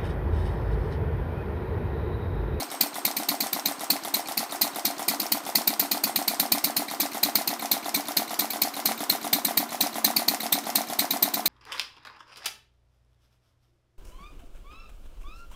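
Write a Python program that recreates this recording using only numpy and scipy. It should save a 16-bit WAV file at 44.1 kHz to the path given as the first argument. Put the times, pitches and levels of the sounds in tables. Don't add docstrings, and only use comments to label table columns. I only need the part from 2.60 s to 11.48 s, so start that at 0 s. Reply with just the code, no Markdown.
import sys
import numpy as np
from scipy import signal
from scipy.fft import rfft, irfft
from scipy.io import wavfile
from scipy.ndimage import uniform_filter1d

SR = 44100
rng = np.random.default_rng(int(sys.argv[2]) if len(sys.argv) > 2 else 0)


def materialize(psi):
    bounded = np.clip(np.atleast_2d(psi).T, -1, 1)
    quanta = np.round(bounded * 32767).astype(np.int16)
    wavfile.write(sys.argv[1], SR, quanta)


def amplitude_ratio(level_db):
    exponent = np.asarray(level_db, float) / 20
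    return 10 ** exponent


N = 391608
LEAD_IN = SR // 10
CYCLE_MS = 118.5

# [f/multiple of the pipe note, width/Hz, level/dB]
PIPE = [(0.928, 463, 2), (1.02, 350, 4.5), (1.15, 590, -3), (1.5, 834, -7), (2.084, 660, -1)]
# [f/multiple of the pipe note, width/Hz, level/dB]
LOW_PIPE = [(0.446, 370, 3), (0.554, 442, 8.5), (.72, 734, -3.5)]
# [f/multiple of the pipe note, width/Hz, level/dB]
CHUFF = [(1.0, 330, 5), (2.03, 600, -21)]
# [f/Hz, width/Hz, level/dB]
JET = [(7700, 2240, -7.5), (9600, 2580, -7), (13610, 1310, 12), (13940, 900, 9), (13900, 1440, 6.5)]
# [f/Hz, width/Hz, level/dB]
INLET = [(1940, 710, 9), (3590, 180, 13), (5600, 3500, 0.5), (8600, 430, 7.5), (11050, 5800, 6),
         (15000, 830, -20.5)]
# [f/Hz, width/Hz, level/dB]
TAPPET = [(2000, 1100, 2), (5200, 1300, 10), (8500, 6100, 6.5), (13300, 9900, 1.5)]
BREAKER = [(4800, 2000, 15.5), (7800, 2000, 15), (11700, 1800, 11)]
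FOLLOWER = [(3320, 190, 0), (8500, 980, 1.8), (13800, 9300, 0.5)]
SEAT = [(3630, 410, 3.2), (10860, 1450, -0.4), (14600, 700, -3.6)]
# [f/Hz, level/dB, time to fall 60 dB/s]
BLOCK = [(704.8, -7.5, 0.097), (740, -10, 0.064), (788, 1.5, 0.034), (833, -15, 0.046)]
BOARD = [(228, -6, .13), (287, 0, .12), (360, -9, .05)]
BRACKET = [(1031, 10, 0.013), (1157, -0.5, 0.023), (1292, -2, 0.02), (2040, -1, 0.015)]
FAR_SIDE = [(231.8, -2, 0.17), (731.6, 5, 0.13)]
FLYWHEEL = [(5420, -17, .1), (8270, -16, .2), (8345, -14, .2), (8430, -18, .16), (12250, -20, .1)]
# [t from the valve knock/ms, block level/dB, board level/dB, bracket level/dB, scatter/ms]
CAM = [
    (-27, -3.5, -9, -3, 0.73),
    (-22, -6.5, -18.5, -4.5, 0.92),
    (-2, 2.5, -27, -7.5, 0.02),
    (9.5, -11, -23, -7.5, 0.24),
    (18, -42, -28, -16, 2.12),
    (31, -27, -46, -8.5, .6),
]
# [t after opening/ms, f/Hz, level/dB]
SWEEP = [(0, 306, -3), (3.17, 354, 0.5), (8.45, 236, -6), (12, 174.5, -6), (21.25, 182.6, -6),
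         (27.8, 254.6, 3.5), (40.5, 308.5, -5), (63, 268, -10), (100, 285, -33)]
# [t/s, flywheel ring level/dB, far side level/dB, valve gear level/dB, outlet level/dB]
WALK = [
    (0, 17, -17, -0.2, -0.8),
    (1.8, 11, -23, 1.2, -2),
    (3.6, 12, -8, 1.6, -1),
    (5.2, 4, -8, 2, -0.5),
    (6.5, -20, -8.5, 2.2, 0),
    (7.5, -19, -1.5, 3, -1),
    (8.9, -17, 0, 2.1, -0.2),
]
# [t of valve knock/s, blast level/dB, pipe f/Hz, exhaust lead/ms]
RICH = [(0.2632, -9.5, 4400, 56), (.506, -11, 4100, 57), (1.3581, -10, 4390, 57.4),
        (1.5955, -10.5, 4180, 56.6), (1.831, -11.5, 4420, 59), (2.0698, -9, 4360, 57),
        (2.304, -10, 4200, 54.3), (2.5385, -10, 4340, 57.6), (3.0117, -7, 4400, 59.7),
        (4.4558, -10.5, 4200, 56), (4.6887, -9, 4280, 59), (5.169, -10, 4130, 55.7),
        (5.3989, -10.5, 4090, 56.4), (5.6207, -10, 4200, 54), (5.8457, -12, 4100, 55.5),
        (6.0746, -11.5, 4320, 58.6), (6.3135, -9.5, 4200, 59), (6.552, -11, 4130, 56.7),
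        (6.7869, -7.5, 4070, 58.4), (7.264, -9, 4140, 58), (7.5039, -7.5, 4120, 60.5),
        (7.9792, -7.5, 4090, 57), (8.2087, -9, 4150, 55.5), (8.445, -9.5, 4120, 56)]
# [t of valve knock/s, blast level/dB, pipe f/Hz, exhaust lead/ms]
EVEN = [(0.0235, -4.5, 4330, 69), (0.626, -15.5, 4300, 61), (0.7436, -12, 4300, 58),
        (0.8644, -12, 4400, 61), (0.9909, -15.5, 4130, 63.5), (1.114, -12.5, 4230, 59),
        (2.6579, -15, 4420, 60.6), (2.7731, -11, 4330, 55), (3.1317, -11, 4270, 58.5),
        (3.2516, -11, 4430, 57), (3.3733, -11.5, 4350, 60.5), (3.4959, -11, 4460, 60),
        (3.6175, -11, 4270, 60), (3.737, -11.5, 4330, 60), (3.855, -11.5, 4260, 59),
        (3.9767, -9, 4380, 58.7), (4.1004, -10.5, 4270, 60), (4.2219, -11, 4360, 57.6),
        (4.8129, -10.5, 4280, 60.6), (4.931, -12.5, 4320, 57.3), (6.9103, -12.5, 4070, 63.4),
        (7.0292, -10.5, 4250, 57.7), (7.621, -9.5, 4370, 58.5), (7.739, -9, 4290, 58.4),
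        (8.5631, -13, 4160, 57.4), (8.6794, -9, 4180, 55.6), (8.796, -14.5, 4160, 58.6),
        (8.9122, -10.5, 4210, 56.6)]
# [puff level/dB, jet level over its usual share/dB]
MISSES = [(-39, -6), (-33, -9), (-35, -7), (-31, -4), (-28, -11), (-29, -2), (-33, -5), (-36, -1),
          (-34, -1), (-21.5, -2), (-25, 0), (-26.5, 6), (-30, -2), (-29, -1), (-29, -2), (-21.5, 8.5),
          (-26, 4), (-29, 4), (-29, 3), (-27.5, -2), (-30, 0.5), (-22, 8), (-31, 3), (-31, 0.0)]
# [valve knock/dB, thump/dB, low pipe share/dB, jet share/dB, breaker tick/dB, inlet tick/dB]
BY_KIND = dict(rich=(-21, -36.5, -3, 2.5, -24, -27.5), even=(-21, -36, -2.5, 3.5, -28.5, -29),
           miss=(-22, -67, 2.5, -5, -34, -29.5))
UNEVEN_DB = (0.63, 0.83, 0.86, 0.98, 0.53, 2, 2.3)
# [f/Hz, level per Hz/dB]
WHIR = [(29, -66), (60, -82), (180, -50), (277, 4.5), (483, -8.5), (720, -1), (1500, -7.5), (4240, -33), ]
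# [f/Hz, level per Hz/dB]
HISS = [(3000, 1), (7570, -6), (11400, -18), (14500, -8), (16000, -17)]


def evened(x):
    return x / np.sqrt(np.mean(x ** 2) + 1e-20)


def play(impulses, shape):
    return signal.oaconvolve(impulses, shape)[LEAD_IN:LEAD_IN + N]


def train(s, size):
    at = np.round(np.asarray(s) * SR).astype(int) + LEAD_IN
    inside = (at >= 0) & (at < N + LEAD_IN)
    return np.bincount(at[inside], size[inside], N + LEAD_IN)


def swell(s, db, rise, t60, tail_db=-80, tail_t60=.1):
    t = np.arange(SR // 4) / SR
    fall = amplitude_ratio(-60 * np.maximum(t - rise, 0) / t60)
    fall += amplitude_ratio(tail_db - 60 * t / tail_t60)
    onset = np.sin(np.pi / 2 * np.minimum(t / rise, 1)) ** 3
    return play(train(s, amplitude_ratio(db)), onset * fall)


def resonate(x, hz, width, order=1):
    r = np.exp(-np.pi * width / SR)
    if np.ndim(hz) == 0:
        return 2 * signal.lfilter([1 - r], [1, -r * np.exp(2j * np.pi * hz / SR)], x).real
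    turn = np.exp(2j * np.pi * np.cumsum(hz) / SR)
    smooth = signal.lfilter([(1 - r) ** order], np.poly([r] * order), x * turn.conj())
    return 2 * (turn * smooth).real


def airy(envelope, peaks, scale=1, gust_db=1.5, order=1):
    flutter = evened(uniform_filter1d(rng.standard_normal(N), size=80))
    gusts = evened(amplitude_ratio(gust_db * flutter))
    drive = envelope * rng.standard_normal(N)
    total, power = 0, 0
    for k, (hz, width, db) in enumerate(peaks):
        band = amplitude_ratio(db) * resonate(drive * np.roll(gusts, k * SR), hz * scale, width, order)
        total = total + (-1) ** k * band
        power += amplitude_ratio(2 * db) * 2 * np.pi * width / SR / order
    return total / np.sqrt(power)


def ring(blows, modes, soft_ms=1.0):
    t = np.arange(SR // 6) / SR
    body = sum(amplitude_ratio(db - 60 * t / t60) * np.sin(2 * np.pi * hz * t) for hz, db, t60 in modes)
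    return play(blows, body * (1 - np.exp(-t * 1000 / soft_ms)) ** 2)


def coloured(points, level_db):
    f, db = np.transpose(points)
    hz = np.fft.rfftfreq(N, 1 / SR)
    octaves_past = abs(np.log2((hz + 1) / np.clip(hz + 1, f[0], f[-1])))
    tilt_db = np.interp(np.log(hz + 1), np.log(f + 1), db) - 9 * octaves_past
    noise = irfft(rfft(rng.standard_normal(N)) * amplitude_ratio(tilt_db), N)
    return amplitude_ratio(level_db) * evened(noise)


def walk(s, column):
    return np.interp(s, *np.transpose(WALK)[[0, column]])


def whir():
    return coloured(WHIR, -42.5) + coloured(HISS, -50.5)


def bench():
    def tone(hz, width=14):
        return evened(resonate(resonate(rng.standard_normal(N), hz, width), hz, width))
    far_db = walk(np.arange(N) / SR, 2)
    return amplitude_ratio(-47 + 0.72 * far_db) * tone(228) + amplitude_ratio(-60) * tone(1070)


def workshop(x, t60=0.042):
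    at = np.arange(200, SR // 3, 22)
    taps = np.zeros(SR // 2)
    signs = rng.choice([-1., 1.], len(at))
    taps[at + rng.integers(0, 22, len(at))] = signs * amplitude_ratio(-60 * at / SR / t60)
    return signal.oaconvolve(x, taps / np.linalg.norm(taps))[:N]


def strokes():
    rich, even = np.transpose(RICH), np.transpose(EVEN)
    fired = np.sort(np.r_[rich[0], even[0]])
    puff_db, share_db = np.transpose(MISSES)
    miss_s = (rich[0] + fired[np.searchsorted(fired, rich[0]) - 1]) / 2
    missed = np.array([miss_s, puff_db, 0.986 * rich[2], 58.5 + 0 * puff_db])
    kinds = {"rich": rich, "even": even, "miss": missed}
    order = np.argsort(np.r_[rich[0], even[0], missed[0]])
    s, blast_db, pipe_hz, lead_ms = np.hstack(list(kinds.values()))[:, order]
    usual = np.vstack([np.tile(BY_KIND[k], (len(v[0]), 1)) for k, v in kinds.items()])[order]
    over_db = np.hstack([v[1] - np.median(v[1]) for v in kinds.values()])[order]
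    own_jet_db = np.r_[0 * fired, share_db][order]
    tappet_scatter_ms = 0.6
    *chance_db, late_ms = (rng.standard_normal((len(s), 8)) * np.r_[UNEVEN_DB, tappet_scatter_ms]).T
    knock, thump, low, jet, breaker, seat = usual.T + chance_db[:6]
    gear_db, outlet_db = walk(s, 3), walk(s, 4)
    lag_ms = 7.2 + 0.36 * (CYCLE_MS - 1000 * np.gradient(s)) + late_ms
    return dict(s=s, opens=s - lead_ms / 1000 - .0027, missed=order >= len(fired),
                blast_db=blast_db, pipe_hz=pipe_hz, knock_db=knock + gear_db,
                thump_db=thump + outlet_db + 0.7 * over_db, low_db=blast_db + low,
                jet_db=blast_db + jet + own_jet_db + outlet_db, breaker_db=breaker, seat_db=seat,
                tappet_s=s + lag_ms / 1000, tappet_db=-28 + gear_db + chance_db[6])


def ticks(s, knock_db, tappet_s, tappet_db, breaker_db, seat_db, **_):
    stretch = np.gradient(s) / CYCLE_MS
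    seat_s = s - 29 * stretch
    out = airy(swell(s - 41 * stretch, breaker_db + 4.0, .0003, 0.053), BREAKER)
    out += airy(swell(seat_s, seat_db + 2.0, 0.0014, 0.037), SEAT)
    out += airy(swell(seat_s, knock_db - 14.0, 0.012, 0.23), INLET)
    out += airy(swell(s - 3.6 * stretch, knock_db - 14.0, 0.00022, 0.067), FOLLOWER)
    out += airy(swell(tappet_s - .001, tappet_db + 5.5, 0.0005, .011, -12, 0.2), TAPPET)
    out += airy(swell(s + 49 * stretch, knock_db - 40, .001, .03), [(15200, 1200, 0)])
    ring_db = knock_db + walk(s, 1)
    jolts = train(tappet_s, amplitude_ratio(ring_db - 23)) + train(seat_s, amplitude_ratio(ring_db - 25))
    return out + ring(jolts, FLYWHEEL, soft_ms=.1)


def valve_gear(s, knock_db, **_):
    stretch = np.gradient(s) / CYCLE_MS
    blows = np.zeros((4, N + LEAD_IN))
    far_db = walk(s, 2)
    for ms, block_db, board_db, bracket_db, scatter_ms in CAM:
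        late, *uneven = rng.standard_normal((len(s), 4)).T
        at = s + ms * stretch + late * scatter_ms / 1000
        loose_db = 2.2 * min(scatter_ms, 1)
        levels = [knock_db - 5.0 + db + loose_db * u
                  for db, u in zip((block_db, board_db, bracket_db), uneven)]
        levels.append(knock_db - 20 + block_db + far_db)
        blows += [train(at, amplitude_ratio(db)) for db in levels]
    return sum(ring(b, modes) for b, modes in zip(blows, (BLOCK, BOARD, BRACKET, FAR_SIDE)))


def gas_rush(opens, blast_db, low_db, jet_db, pipe_hz, missed):
    last = np.clip(np.searchsorted(opens, np.arange(N) / SR) - 1, 0, None)
    since = np.arange(N) / SR - opens[last]
    held_hz = pipe_hz[last]
    wander = 0.018 * rng.uniform(-0.41, 1, len(opens))[last]
    chuff_climb = 1 + 0.097 * (np.clip(since / 0.019, 0, 1) ** 2 - .5)
    jet_climb = 1 + wander - 0.03 * np.exp(-abs(since) / 0.0033)
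    puffs = swell(opens[missed], blast_db[missed] - 14, 0.009, 0.2)
    blasts = swell(opens, blast_db - 8 - 3.4 * missed, 0.0077, 0.018, -6.0, 0.19)
    lows = swell(opens, low_db - 19.0, 0.0067, 0.063, -6.5, 0.25)
    jets = swell(opens, jet_db - 6.0, 0.0077, 0.033, -6.5, 0.17)
    rush = airy(puffs, CHUFF, held_hz * chuff_climb, gust_db=0.5, order=2)
    rush += airy(blasts, PIPE, held_hz, gust_db=3.5, order=2)
    rush += airy(lows, LOW_PIPE, held_hz, order=2)
    return rush + airy(jets, JET, jet_climb, gust_db=2.0)


def exhaust(s, opens, knock_db, blast_db, low_db, jet_db, pipe_hz, thump_db, missed, **_):
    rush = gas_rush(opens, blast_db, low_db, jet_db, pipe_hz, missed)
    push = amplitude_ratio(blast_db)
    knock = ring(train(opens + 0.00053, push * amplitude_ratio(-17)), BLOCK)
    knock += ring(train(opens + 0.0059, push * amplitude_ratio(-22.5)), BRACKET)
    t = np.arange(SR // 10) / SR
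    ms, hz, db = np.transpose(SWEEP)
    phase = 2 * np.pi * np.cumsum(np.interp(t * 1000, ms, hz)) / SR
    hoot = amplitude_ratio(np.interp(t * 1000, ms, db)) * np.sin(phase)
    hoot += amplitude_ratio(5.5) * np.exp(-((t - .012) / 0.0086) ** 2)
    plop = np.exp(-((t - .01) / 0.0021) ** 2) * np.cos(2 * np.pi * 230 * (t - .01))
    thumps = play(train(opens, amplitude_ratio(thump_db + 4.5)), hoot)
    return rush + knock + thumps + play(train(s - .06, amplitude_ratio(knock_db - 19.5)), plop)


def scene():
    beat = strokes()
    engine = ticks(**beat) + valve_gear(**beat) + exhaust(**beat)
    bright = signal.sosfilt(signal.butter(2, 900, "highpass", fs=SR, output="sos"), engine)
    return (whir() + bench() + amplitude_ratio(-14) * workshop(bright) + engine)[None]


def low_pass(x):
    return signal.sosfilt(signal.butter(12, 16800, fs=SR, output="sos"), x)


def record(dry):
    overload = 1.3
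    thin = signal.sosfilt(signal.butter(3, 105, "highpass", fs=SR, output="sos"), dry)
    thin = overload * np.tanh(thin / overload)
    edge = signal.firwin(255, 15600, window=("kaiser", 6), fs=SR)
    mix = signal.oaconvolve(thin, edge[None], "same")
    return low_pass(mix)


dry = scene()
out = record(dry)
materialize(out)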